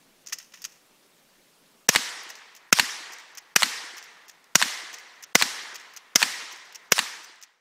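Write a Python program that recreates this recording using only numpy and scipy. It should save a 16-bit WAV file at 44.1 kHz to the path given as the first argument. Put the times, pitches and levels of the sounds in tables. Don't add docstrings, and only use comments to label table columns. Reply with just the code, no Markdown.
import sys
import numpy as np
from scipy import signal
from scipy.fft import rfft, irfft, next_fast_len
from scipy.io import wavfile
from scipy.ndimage import uniform_filter1d

SR = 44100
rng = np.random.default_rng(int(sys.argv[2]) if len(sys.argv) > 2 else 0)


def pcm_store(signal):
    levels = np.round(np.clip(np.atleast_2d(signal), -1, 1) * 32767)
    wavfile.write(sys.argv[1], SR, levels.astype(np.int16).T)


def decibels_to_gain(level_db):
    exponent = np.asarray(level_db, float) / 20
    return 10 ** exponent


N = 335468

# freq_hz, density_db
AIR_SPECTRUM = [(8.8, -29.5), (15, 0), (24, -9), (33, -35), (45, -33), (169, -6.5), (469, -9), (610, -9.5),
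                (726, -12.5), (1030, -11.5), (1460, -14), (3410, -15.5), (5760, -17.5), (16000, -24.5)]
# freq_hz, gain_db
DUCK = [(200, -7), (2000, 0), (12000, -4.5)]
# freq_hz, density_db
NEAR_TREES = [(59, -68), (100, -39), (167, -43.5), (577, -19), (865, -18.5), (1000, -12.5), (1440, -8.5),
              (3940, -10.5), (5430, -5), (7020, -11.5), (15100, -24.5), (16500, -38)]
# freq_hz, density_db
FAR_TREES = [(35, -86), (60, -69.5), (147, -25.5), (393, -17), (497, -13), (546, -18), (983, -5.5),
             (1400, -6.5), (1900, 0), (2520, -5.5), (5730, -4.5), (8150, -11.5), (15000, -23.5),
             (16500, -49.5)]
# delay_s, level_db
TREE_SWELL = [(0, -28), (.008, 6.5), (.018, -5), (.03, -3), (.05, 3.5), (.07, -1.5), (.13, 0.5), (.3, 0),
              (1.2, 3.5)]
# freq_hz, t60_s
TREE_DECAY = [(150, 0.9), (400, 2.2), (1000, 1.7), (2000, 1.5), (4000, 1.15), (8000, 0.94), (13000, 0.61)]
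# delay_s, level_db
NEAR_WALL = [(0, 8.5), (.0011, -0.5)]
# delay_s, level_db
FAR_WALL = [(.0084, 1), (.009, -11.5), (.0095, 5.5), (.0107, -1.5), (0.0128, -6), (.0131, -13),
            (0.016, -15.5)]
# freq_hz, gain_db
NEAR_COLOUR = [(300, -22), (520, -5), (1000, -2.5), (2200, -3.5), (3500, 1), (5500, -9), (8000, 3),
               (10500, -3), (13000, -14), (16000, -22)]
# freq_hz, gain_db
FAR_COLOUR = [(60, -40), (400, -15), (1100, 0.3), (2200, 5.5), (3200, 5.5), (4500, 10.5), (5100, -6),
              (7600, 8.5), (10000, 2.5), (16000, -16.5)]
# delay_s, level_db, pitch_hz
BANKS = [
    (0.073, -30, 202),
    (0.083, -35, 287),
    (.1015, -31, 250),
    (0.279, -45, 320),
    (.375, -45, 358),
]
# start_s, level_db, swell_s, knock_db
LOADING = [(.261, -41, .002, -8), (.2704, -30, .0008, -13), (.284, -38, .002, -9), (.294, -41, .003, -7),
           (.322, -28, .0037, -1.5), (.326, -23.5, .0062, -11.5), (.385, -29, .001, -12),
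           (.396, -50, .006, 2.5), (.425, -49, .002, -14), (.443, -55.5, .0018, -9), (.52, -54, .003, 0.1),
           (.534, -44.5, .007, 3.5), (.555, -54, .002, -9), (.572, -56.5, .002, 7.5),
           (.6408, -28, .0013, -9), (.6468, -28.5, .0045, -6), (.72, -53, .002, -10)]
# stop_s, level_db, case_delay_s, case_db
PULLS = [
    (2.304, -37, .049, -40),
    (3.136, -39, .048, -39),
    (3.982, -37.5, .044, -37.5),
    (4.943, -37, .041, -38.5),
    (5.758, -35, .04, -43),
    (6.526, -41, .033, -43),
    (7.246, -39.5, .04, -52),
]
# lock_s, tap_db, seat_db, nudge_lead_s, nudge_db
PUSHES = [
    (2.5632, -41, -50, .0145, -47),
    (3.3725, -33, -35, .0235, -47),
    (4.287, -52, -42, .007, -46),
    (5.228, -50, -37, .004, -41),
    (5.963, -35, -37, .028, -50),
    (6.747, -37, -36, .024, -47),
    (7.4255, -30.5, -31, .013, -41),
]
# start_s, level_db, t60_s, jingle_db
TICKS = [(.618, -43.5, .055, -2.5), (2.232, -47, .03, 1.5), (2.385, -50, .03, -14), (4.312, -53, .03, -11),
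         (4.441, -44, .012, -6), (5.156, -53, .03, -16), (6.652, -56, .04, -4), (6.909, -50, .015, 6),
         (7.356, -49, .03, -7)]
# start_s, stop_s, level_db
SCRAPES = [
    (.33, .42, -54),
    (.57, .74, -58.5),
]
# freq_hz, width_hz, level_db
RECEIVER = [
    [(1400, 1000, -3.5), (1880, 350, 2), (2520, 870, 1)],
    [(5074, 550, -12.5), (5520, 1000, 4), (6100, 810, 3.5), (6480, 700, -9)],
    [(9350, 3200, -7), (11500, 1100, -0.5), (13450, 2100, 3)],
]
# start_s, blast_db, lead_in_db, near_slap_db, far_slap_db
SHOTS = [
    (1.8893, -6, -23, -6.5, -1.3),
    (2.7262, -5, -31, -6.5, 0),
    (3.5609, -6, -25, -5, -2),
    (4.5545, -5.5, -23.5, -6, -3),
    (5.3526, -5.5, -22, -8.5, -3),
    (6.1572, -7, -24.5, -7.5, -2.5),
    (6.9203, -5.5, -25, -5.5, -2),
]
# body_db, accent_hz, accent_db, ring_db, thump_db
LOADS = [(1.5, 1000, -3, 1.5, -20), (-8, 2100, 3.5, 1.7, -17.5), (-5, 1900, 3, -1.3, -29),
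         (-10, 1000, -1.5, 1.5, -19.5), (7, 1750, 4, -2.2, -20), (1.2, 1000, -11, 4, -27.5),
         (5, 1600, 1.6, -.4, -26)]
LOAD_EDGES_HZ = (370, 750, 1400, 2600, 4500, 7500)
# freq_hz, density_db
BLAST = [(35, -48.5), (60, -24), (284, -4.5), (878, -8.5), (1510, -0.5), (3130, -6), (4460, -10),
         (5780, 1.5), (8820, -16), (12000, -21), (13200, -12.5), (15500, -19.5), (16700, -42)]
# freq_hz, gain_db
CAPSULE = [(20, -4), (55, -10), (110, -2.5), (160, 0), (15600, 0.5), (16100, -29), (17000, -67)]
# freq_hz, threshold_sd
SPARED = [(7000, 3.5), (9500, 1.6), (16000, 1.05)]
# time_s, gain_db
FADE = [(6.85, -2), (7.1, -6), (7.3, -8), (7.5, -13), (7.61, -18)]

AIR_DB, WOODS_DB = -59, -29.2
SLAP_DELAY_S = .0617

# swell_s, t60_s, knock_db, jingle_db
TAP, SEAT = (.0009, .026, -8, -9), (.0055, .038, -6, -10)
NUDGE, STOP, EJECT = (.002, .042, -3, -3), (.009, .042, -6, -9), (.001, .024, -5, -15)
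GRIP, DRAG = (.003, .055, -2.5, -8), (.01, .075, -10, -6)


def unit(x):
    return x / np.sqrt(np.mean(x ** 2) + 1e-20)


def along(points, hz):
    f, v = np.transpose(points)
    return np.interp(np.log(hz + 1), np.log(f + 1), v)


def curve(rows, t):
    return np.interp(t, *np.transpose(rows))


def add(x, start_s, piece):
    part = x[round(start_s * SR):][:len(piece)]
    part += piece[:len(part)]


def patches(shape, bins, frames):
    field = uniform_filter1d(rng.standard_normal(shape), size=bins, axis=0)
    return unit(uniform_filter1d(field, size=frames, axis=1))


def tinted(x, points):
    size = next_fast_len(len(x) + 8192)
    gain = decibels_to_gain(along(points, np.fft.rfftfreq(size, 1 / SR)))
    return irfft(rfft(x, size) * gain, size)[:len(x)]


def causal(x, points):
    size = 4096
    gain = decibels_to_gain(along(points, np.fft.rfftfreq(size, 1 / SR)))
    cep = irfft(np.log(gain + 1e-6))
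    cep[1:size // 2] *= 2
    cep[size // 2 + 1:] = 0
    return signal.fftconvolve(x, irfft(np.exp(rfft(cep))))[:len(x)]


def hiss(size, spectrum, patchy_db, t60=None):
    noise = unit(tinted(rng.standard_normal(size), spectrum))
    hz, t, z = signal.stft(noise, SR, nperseg=256)
    z = z * decibels_to_gain(patchy_db * patches(z.shape, bins=5, frames=8))
    if t60:
        z = z * decibels_to_gain(-60 * (t - .1) / along(t60, hz)[:, None])
    return signal.istft(z, nperseg=256)[1][:size]


def shock(t, width_s):
    u = np.maximum(t, 0) / width_s
    return (t >= 0) * (1 - u) * np.exp(-(u / 1.88) ** 1.91)


def air():
    calm = decibels_to_gain(AIR_DB) * hiss(N, AIR_SPECTRUM, patchy_db=1.3)
    before = np.arange(N) / SR < SHOTS[0][0]
    return np.where(before, calm, causal(calm, DUCK))


def woods():
    out, size = np.zeros(N), round(1.2 * SR)
    t = np.arange(size) / SR
    far = np.clip((t - .05) / .069, 0, 1)
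    for start_s, *_ in SHOTS:
        near_hiss = decibels_to_gain(.5) * hiss(size, NEAR_TREES, patchy_db=1.9)
        far_hiss = hiss(size, FAR_TREES, patchy_db=1.5, t60=TREE_DECAY)
        mix = np.sqrt(1 - far) * near_hiss + np.sqrt(far) * far_hiss
        gone_s = next((later[0] - start_s for later in SHOTS if later[0] > start_s), 2)
        add(out, start_s, decibels_to_gain(WOODS_DB + curve(TREE_SWELL, t)) * mix * (t < gone_s))
    return out


def wall(row, slap_s, paths, db, width_s, rough_db):
    t = np.arange(SR // 30) / SR
    for k, (delay_s, path_db) in enumerate(paths):
        shift, size = rng.standard_normal(2) * (k > 0)
        level = decibels_to_gain(db + path_db + 1.7 * size)
        add(row, slap_s + delay_s + .00008 * shift, level * shock(t, width_s))
    facets = rng.standard_normal(len(t)) * np.minimum(t / .00122, 1) * decibels_to_gain(-60 * t / .041)
    smear = np.convolve(facets, shock(t[:80], width_s)) / 2
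    add(row, slap_s + paths[0][0], decibels_to_gain(db + rough_db) * smear)


def slaps():
    near, far, low = np.zeros((3, N))
    t = np.arange(SR // 30) / SR
    for start_s, _, _, near_db, far_db in SHOTS:
        wall(near, start_s + SLAP_DELAY_S, NEAR_WALL, near_db, width_s=.00017, rough_db=-17)
        wall(far, start_s + SLAP_DELAY_S, FAR_WALL, far_db, width_s=.00012, rough_db=-13)
        for delay_s, db, pitch_hz in BANKS:
            thud = np.sin(2 * np.pi * pitch_hz * t) * decibels_to_gain(-60 * t / .037) * (1 - np.exp(-t / .0014))
            add(low, start_s + delay_s, decibels_to_gain(db + 31.5 + WOODS_DB + rng.normal(0, 1.2)) * thud)
    return causal(near, NEAR_COLOUR) + causal(far, FAR_COLOUR) + low


def contacts():
    rows = []
    for s, db, swell_s, knock_db in LOADING:
        rows.append((s, db, swell_s, .021 + 3.2 * swell_s, knock_db, -11.5))
    for s, db, t60_s, jingle_db in TICKS:
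        rows.append((s, db, .0015, t60_s, -12, jingle_db))
    for s, db, case_delay_s, case_db in PULLS:
        case_s = s + case_delay_s
        rows.append((s - .016, db - 5, *GRIP))
        rows.append((s - STOP[0], db, *STOP))
        rows.append((case_s, case_db, *EJECT))
        rows.append((case_s + .004, case_db - 13.5, *DRAG))
    for s, tap_db, seat_db, nudge_lead_s, nudge_db in PUSHES:
        rows.append((s - nudge_lead_s, nudge_db, *NUDGE))
        rows.append((s, tap_db, *TAP))
        rows.append((s + .0045, seat_db, *SEAT))
    return rows


def slide():
    drive, t = np.zeros((3, N)), np.arange(SR // 10) / SR
    for s, db, swell_s, t60_s, knock_db, jingle_db in contacts():
        shape = np.minimum(t / swell_s, 1) ** 2 * decibels_to_gain(-60 * np.maximum(t - swell_s, 0) / t60_s)
        shape = shape + decibels_to_gain(-43 - 60 * t / .11)
        for row, part_db, speed in zip(drive, (knock_db, 0, jingle_db), (1, 1, 1.25)):
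            add(row, s, decibels_to_gain(db + part_db) * shape ** speed)
    now = np.arange(N) / SR
    for start_s, stop_s, db in SCRAPES:
        ramp_db = np.minimum(400 * (now - start_s), 200 * (stop_s - now))
        drive += decibels_to_gain(db + np.minimum(0, ramp_db) + [[-4], [0], [-12]])
    size = next_fast_len(N)
    f = np.fft.rfftfreq(size, 1 / SR)
    clumps = decibels_to_gain(1.5 * unit(uniform_filter1d(rng.standard_normal(N), size=60)))
    out = np.zeros(N)
    for row, modes in zip(drive, RECEIVER):
        band = 0
        for hz, width_hz, db in modes:
            damping = 1j * f * width_hz
            band = band + decibels_to_gain(db) * (damping / (hz * hz - f * f + damping)) ** 1.47
        band = band / (1 + (900 / (f + 1)) ** 4)
        rattle = irfft(rfft(rng.standard_normal(size)) * band, size)[:N]
        out += row * unit(clumps * rattle)
    return out


def rattle_burst(t, shape, load):
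    body_db, accent_hz, accent_db, ring_db, _ = load
    hz = np.fft.rfftfreq(len(t), 1 / SR)
    band = np.searchsorted(LOAD_EDGES_HZ, hz)
    middle_hz = np.sqrt(np.multiply(LOAD_EDGES_HZ[1:-2], LOAD_EDGES_HZ[2:-1]))
    octaves = np.log2(middle_hz / accent_hz)
    tint_db = np.r_[-12, body_db, accent_db * np.exp(-(octaves / .6) ** 2), ring_db, 0]
    noise = rfft(unit(causal(rng.standard_normal(len(t)), BLAST)))
    energy = np.bincount(band, decibels_to_gain(2 * along(BLAST, hz)))
    energy *= decibels_to_gain(2 * tint_db) * np.sum(shape ** 2) / energy.sum()
    parts = np.array([shape * irfft(noise * (band == k), len(t)) for k in range(len(energy))])
    return np.sqrt(energy / np.sum(parts ** 2, axis=1)) @ parts


def blasts():
    out, t = np.zeros(N), np.arange(SR // 20) / SR - .005
    front = shock(t, width_s=.00009)
    since = np.maximum(t, 0)
    after = np.maximum(t - .0035, 0)
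    body = (t >= 0) * (decibels_to_gain(-60 * after / .012) + decibels_to_gain(-16 - 60 * after / .033))
    cycles = 130 * since + 330 * .0035 * (1 - np.exp(-since / .0031))
    thump = since / .0015 * np.exp(-since / .0023) * np.sin(2 * np.pi * cycles)
    for (start_s, blast_db, lead_db, *_), load in zip(SHOTS, LOADS):
        lead = (t < 0) * (decibels_to_gain(lead_db - 8100 * np.abs(t + .0023)) + decibels_to_gain(lead_db - 18 + 1600 * t))
        burst = rattle_burst(t, decibels_to_gain(blast_db) * body + lead, load)
        add(out, start_s - .005, burst + decibels_to_gain(load[-1] + 9.5) * thump + decibels_to_gain(blast_db + 5) * front)
    return out


def scene():
    return (blasts() + slaps() + slide() + woods() + air())[None]


def starved(x):
    block, block_start, treble_hz = 1024, 700, 7800
    hz, t, z = signal.stft(x, SR, nperseg=128, noverlap=96)
    treble = (hz >= treble_hz)[:, None]
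    power = np.sum(np.abs(z[hz >= treble_hz]) ** 2, axis=0)
    level_db = 10 * np.log10(uniform_filter1d(power, size=3) + 1e-12)
    index = ((t * SR + block - block_start) // block).astype(int)
    top_db = np.maximum.reduceat(level_db, np.searchsorted(index, np.arange(index[-1] + 1)))
    below_db = (top_db[index] - level_db) * (level_db < -58)
    jump_db = np.maximum(15 + 5 * patches(z.shape, bins=3, frames=5), 6)
    z[(below_db > 36) | (below_db > jump_db) & treble] *= decibels_to_gain(-29.5)
    x = signal.istft(z, SR, nperseg=128, noverlap=96)[1]

    hz, t, z = signal.stft(x, SR, nperseg=512)
    field = patches(z.shape, bins=2, frames=20)
    missing = (field > along(SPARED, hz)[:, None]) & (t > SHOTS[0][0])
    return signal.istft(z * np.where(missing, decibels_to_gain(-20), 1), SR, nperseg=512)[1][:N]


def roll_off(x):
    return signal.sosfilt(signal.butter(12, 16810, fs=SR, output="sos"), x)


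def record(dry):
    x = dry / (1 + np.abs(dry / 1.06) ** 9.5) ** (1 / 4.5)
    x = starved(causal(x[0], CAPSULE))[None]
    x = x * decibels_to_gain(curve(FADE, np.arange(N) / SR))
    return roll_off(x)


dry = scene()
out = record(dry)
pcm_store(out)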